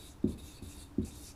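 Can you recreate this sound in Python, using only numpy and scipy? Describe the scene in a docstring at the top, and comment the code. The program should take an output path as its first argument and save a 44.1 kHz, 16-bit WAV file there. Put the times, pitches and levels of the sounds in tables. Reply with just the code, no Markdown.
"""A felt-tip marker writes a few letters on a wall-mounted whiteboard in a quiet classroom.
Dragging felt slips fibre by fibre, rasping through the marker's fixed resonances, with a broad
swish where the hand moves fast, short hollow catches and one fuzzy whistle. Each landing of the
tip thumps the panel, which booms in its low modes. Ventilation hums faintly underneath."""
import sys
import numpy as np
from scipy import signal
from scipy.fft import rfft, irfft
from scipy.io import wavfile
from scipy.ndimage import map_coordinates

SR = 44100
rng = np.random.default_rng(int(sys.argv[2]) if len(sys.argv) > 2 else 0)


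def inscribe(sig):
    """Save sig as 16-bit PCM at rate SR to the path in sys.argv[1].

    A 1-D sig is mono; a 2-D sig holds one channel per row.
    Samples are clipped to [-1, 1] before scaling.
    """
    pcm = np.round(np.clip(np.atleast_2d(sig).T, -1, 1) * 32767)
    wavfile.write(sys.argv[1], SR, pcm.astype(np.int16))


N = 59535


def drag(rise_s=0.0047, grip_db=1, grip_s=0.0085):
    """Each stroke grips, holds and lifts; the slipping felt rasps and rings the marker."""
    # strokes of the felt (start [s], length [s], level [dB], release [s], extra ring [dB])
    strokes = [(-.03, 0.11, -57, 0.034, 2.5), (0.224, 0.0047, -72, 0.0035, 11),
               (0.24, 0.0056, -75, 0.0086, 15.5), (0.272, 0.064, -62, 0.011, 6),
               (0.374, 0.21, -60.5, 0.0099, 3.5), (0.62, 0.16, -58, 0.013, 0.5),
               (0.775, 0.056, -59, 0.029, 4.5), (1.015, .02, -68.5, .012, 9.5),
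               (1.045, 0.054, -56.5, 0.0097, -7), (1.105, 0.048, -62.5, .012, 5.5),
               (1.148, 0.15, -57.5, 0.019, -1.5)]
    # tone curve of the rasp (frequency [Hz], relative level [dB])
    rasp = [(400, 11.5), (900, -3.5), (1900, -3.5), (3100, -31), (4700, 5), (5400, -1.5), (6100, 0),
            (8200, 5), (9100, -3), (9900, 8), (11000, 4.5), (12000, -3), (13200, 0.5), (15500, -15.5)]
    # resonances of the marker (frequency [Hz], width [Hz], level [dB])
    marker = [(2527, 570, -16), (3725, 465, -7.5), (4350, 380, -18), (10250, 830, -22.5)]
    contact, ringing = np.zeros(N), np.zeros(N)
    for start, length, db, release, ring_db in strokes:
        attack = np.minimum(since(start) / rise_s, 1)
        lift = np.exp(-since(start + length) / release)
        grip = amp(grip_db * np.exp(-since(start) / grip_s))
        press = amp(db) * attack * lift * grip
        contact = np.hypot(contact, press)  # overlapping strokes add in power
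        ringing = np.hypot(ringing, press * amp(ring_db))
    slips = fibres()
    body = sum(amp(db) * shaped(fibres(), resonance(hz, width)) for hz, width, db in marker)
    return contact * shaped(slips, colour(rasp)) + ringing * body


def fibres(slips_per_s=8200, spread_db=2.5, chatter_db=0.45, chatter_hz=109):
    """Dense tiny slips of felt fibres, their level roughened by the chatter of the tip."""
    slips = (rng.random(N) < slips_per_s / SR) * rng.choice([-1, 1], N)
    sizes = amp(spread_db * np.minimum(rng.exponential(1, N), 4))
    chatter = noise(resonance(0, 2 * chatter_hz))
    return slips * sizes * amp(chatter_db * chatter)


def swishes(skirt_db=-16):
    """Fast sweeps of the hand: swells of hiss, each coloured by its own angle of the tip."""
    # fast parts of the letters (time [s], half length [s], level [dB], centre [Hz], width [Hz])
    sweeps = [(0.104, 0.026, -63, 6940, 1510), (0.31, 0.018, -63, 9100, 2600),
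              (0.47, 0.027, -64, 11300, 2020), (0.49, 0.048, -62, 6700, 800),
              (0.714, 0.021, -59.5, 7100, 1100), (0.815, 0.019, -57, 8750, 1400),
              (1.069, 0.02, -57, 7440, 2000), (1.095, .018, -61, 7150, 1860),
              (1.159, .035, -60.5, 6940, 2400), (1.26, 0.051, -57.5, 7800, 2400),
              (1.276, 0.037, -57, 5600, 910)]
    out = np.zeros(N)
    for time, half_length, db, hz, width in sweeps:
        band = np.exp(-.5 * ((bins() - hz) / width) ** 2)
        skirt = amp(skirt_db) * resonance(hz, 2 * hz)
        out += amp(db) * swell(time, half_length) * shaped(fibres(), band + skirt)
    return out


def catches(width_hz=380):
    """The felt catches and excites one resonance of the marker: short hollow scrapes."""
    # catches of the felt (time [s], half length [s], level [dB], resonance [Hz])
    scrapes = [(0.051, 0.036, -62, 3800), (0.329, .011, -66, 4330), (0.4, 0.015, -64, 3760),
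               (0.46, 0.05, -75, 2560), (0.489, 0.0067, -61, 2560), (0.568, 0.026, -64, 4440),
               (0.593, 0.019, -69.5, 2500), (.725, 0.031, -68.5, 2600), (0.805, 0.03, -65, 4450),
               (1.084, 0.038, -67.5, 2540), (1.297, 0.032, -68.5, 2480), (1.23, .035, -62.5, 10040)]
    return sum(amp(db) * swell(time, half_length) * shaped(fibres(), resonance(hz, width_hz))
               for time, half_length, db, hz in scrapes)


def whistle(time=1.215, half_length=.055, top_hz=13300, sag_hz=1400, width_hz=480, level_db=-67):
    """A fuzzy high tone whose pitch arches as the tip speeds up and slows."""
    offset = (np.arange(N) / SR - time) / half_length
    hz = top_hz - sag_hz * np.minimum(offset ** 2, 2)
    tone = np.sin(2 * np.pi * np.cumsum(hz) / SR)
    fuzz = noise(resonance(0, width_hz))
    return amp(level_db) * swell(time, half_length) * unit(fuzz * tone)


def hand_reflections(x, count=4, delay_s=.0009, sway_s=.00009, sway_hz=6, gain=.27):
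    """Drifting reflections off the moving hand and arm ripple the colour of the friction."""
    out = x
    for k in range(1, count + 1):
        delay = delay_s * (1 + k * rng.random()) + sway_s * noise(resonance(0, 2 * sway_hz))
        out = out + gain * map_coordinates(x, [np.arange(N) - delay * SR], order=3)
    return out / np.sqrt(1 + count * gain ** 2)


def taps(bass_hz=120):
    """The tip lands on the board three times: a firm thump, a faint bassy bump and a muffled thump."""
    # landings of the tip (time [s], level [dB], extra bass [dB], treble cutoff [Hz])
    landings = [(.2406, -0.37, 1.5, 1500), (0.6211, -21.5, 15.5, 2480), (0.9821, -3, 4, 534)]
    out = np.zeros(N)
    for start, db, bass_db, cutoff_hz in landings:
        t = since(start)
        hit = thump(start) + knock(t) + board_ring(t) + boom(t)
        low_shelf = amp(bass_db / (1 + (bins() / bass_hz) ** 6))
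        lowpass = 1 / np.sqrt(1 + (bins() / cutoff_hz) ** 6)
        out += amp(db) * irfft(rfft(hit) * low_shelf * lowpass, N)
    return out


def thump(start, hz=239, peak_s=.0059, level_db=-19.5):
    """A few swings of the panel swell and die, with early reflections close behind."""
    # early reflections of the thump (delay [s], signed gain [ratio])
    echoes = [(.0074, -.7), (.0113, .35), (.0146, .59), (.018, -.52), (.0313, -.32)]
    out = np.zeros(N)
    for delay, gain in [(0, 1), *echoes]:
        t = since(start + delay)
        envelope = (t / peak_s * np.exp(1 - t / peak_s)) ** 3
        out += gain * envelope * np.sin(2 * np.pi * hz * t)
    return amp(level_db) * out


def knock(t):
    """The dry knock of the tip itself: quickly damped modes."""
    # modes of the tip (frequency [Hz], level [dB], t60 [s])
    modes = [(576, -45, 0.021), (702, -50.5, 0.051), (870, -60, .025)]
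    return sum(amp(db) * decay(t, t60) * np.sin(2 * np.pi * hz * t) for hz, db, t60 in modes)


def board_ring(t, rise_s=.002):
    """The struck panel rings on in its low modes."""
    # modes of the board (frequency [Hz], level [dB], t60 [s], direction of first swing [sign])
    modes = [(42, -48, .7, -1), (54, -48.5, .7, -1), (68.2, -42, .75, 1), (83.8, -39, .75, 1),
             (87.4, -41.3, .75, 1), (99.7, -33, .1, -1), (110.8, -47, .7, -1), (189.6, -29.5, .18, 1),
             (212.5, -33.5, .333, -1), (222.9, -36.4, .35, 1), (258.2, -30.4, .24, 1),
             (276.7, -30.2, .214, 1), (299.7, -50, .6, -1), (362.4, -28.2, .17, -1), (415, -52, .3, 1),
             (615, -48, .15, 1)]
    ring = sum(np.sign(side) * amp(db) * decay(t, t60) * np.sin(2 * np.pi * hz * t)
               for hz, db, t60, side in modes)
    return ring * (1 - np.exp(-t / rise_s))


def boom(t, level_db=-40, t60=0.57, rise_s=0.0085):
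    """Board and room bloom into a diffuse low boom after a landing."""
    # tone curve of the boom (frequency [Hz], relative level [dB])
    curve = [(20, -20), (35, -3), (70, -3), (150, 9), (330, 3.5), (490, -1.5), (650, -15.5), (900, -24),
             (1500, -44), (4000, -62)]
    return amp(level_db) * noise(colour(curve)) * decay(t, t60) * (1 - np.exp(-t / rise_s))


def reverb(x, level_db=-10, t60=0.34):
    """Short, faint reverberation of the classroom."""
    tail = rng.standard_normal(N) * decay(since(0), t60)
    return amp(level_db) * signal.fftconvolve(x, tail / np.linalg.norm(tail))[:N]


def room_tone(air_db=-53.5):
    """A bed of still air and microphone hiss under a wavering ventilation hum."""
    # noise bands of the ventilation (frequency [Hz], width [Hz], level [dB])
    hum_bands = [(148.5, 10, -69), (199.8, 7.8, -68.5), (290, 28, -61)]
    # tone curve of air and hiss (frequency [Hz], relative level [dB])
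    air = [(15, -5), (40, -6), (70, 2.5), (110, -5.5), (230, -19), (320, -12.5), (480, -22.5), (900, -20.5),
           (2000, -32), (5000, -38), (15000, -46)]
    hum = sum(amp(db) * noise(resonance(hz, width)) for hz, width, db in hum_bands)
    return hum + amp(air_db) * noise(colour(air))


def amp(db):
    """Decibels to gain."""
    return 10 ** (np.asarray(db) / 20)


def unit(x):
    """Scales to rms 1."""
    return x / np.sqrt(np.mean(x ** 2) + 1e-20)


def bins():
    """Frequencies of the full-length spectrum."""
    return np.fft.rfftfreq(N, 1 / SR)


def shaped(x, gain):
    """Filters x by a gain per frequency, to rms 1."""
    return unit(irfft(rfft(x) * gain, N))


def noise(gain):
    """Noise coloured by a gain per frequency, at rms 1."""
    return shaped(rng.standard_normal(N), gain)


def colour(points):
    """Gain per frequency from a tone curve."""
    hz, db = np.transpose(points)
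    return amp(np.interp(np.log(bins() + 1), np.log(hz), db))


def resonance(hz, width):
    """Gain per frequency of a steep resonance; a lowpass when centred on 0 Hz."""
    return 1 / (1 + (2 * (bins() - hz) / width) ** 2)


def since(start):
    """Seconds since start, zero before it."""
    return np.maximum(np.arange(N) / SR - start, 0)


def decay(t, t60):
    """Dies by 60 dB in t60."""
    return np.exp(-np.log(1000) * t / t60)


def swell(centre, half_length):
    """A rounded rise and fall."""
    return np.exp(-.5 * ((np.arange(N) / SR - centre) / half_length) ** 4)


def scene():
    """Felt friction with its reverb and taps on the board over room tone, in mono."""
    bed = room_tone()
    hits = taps()
    felt = hand_reflections(drag() + swishes()) + catches() + whistle()
    return (felt + reverb(felt) + hits + bed)[None]


def record(dry):
    """A steep lowpass trims the very top of the treble."""
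    cutoff_hz = 15600
    lowpass = signal.firwin(1023, cutoff_hz, window=("kaiser", 9), fs=SR)
    return signal.oaconvolve(dry, lowpass[None], "same")


dry = scene()
out = record(dry)
inscribe(out)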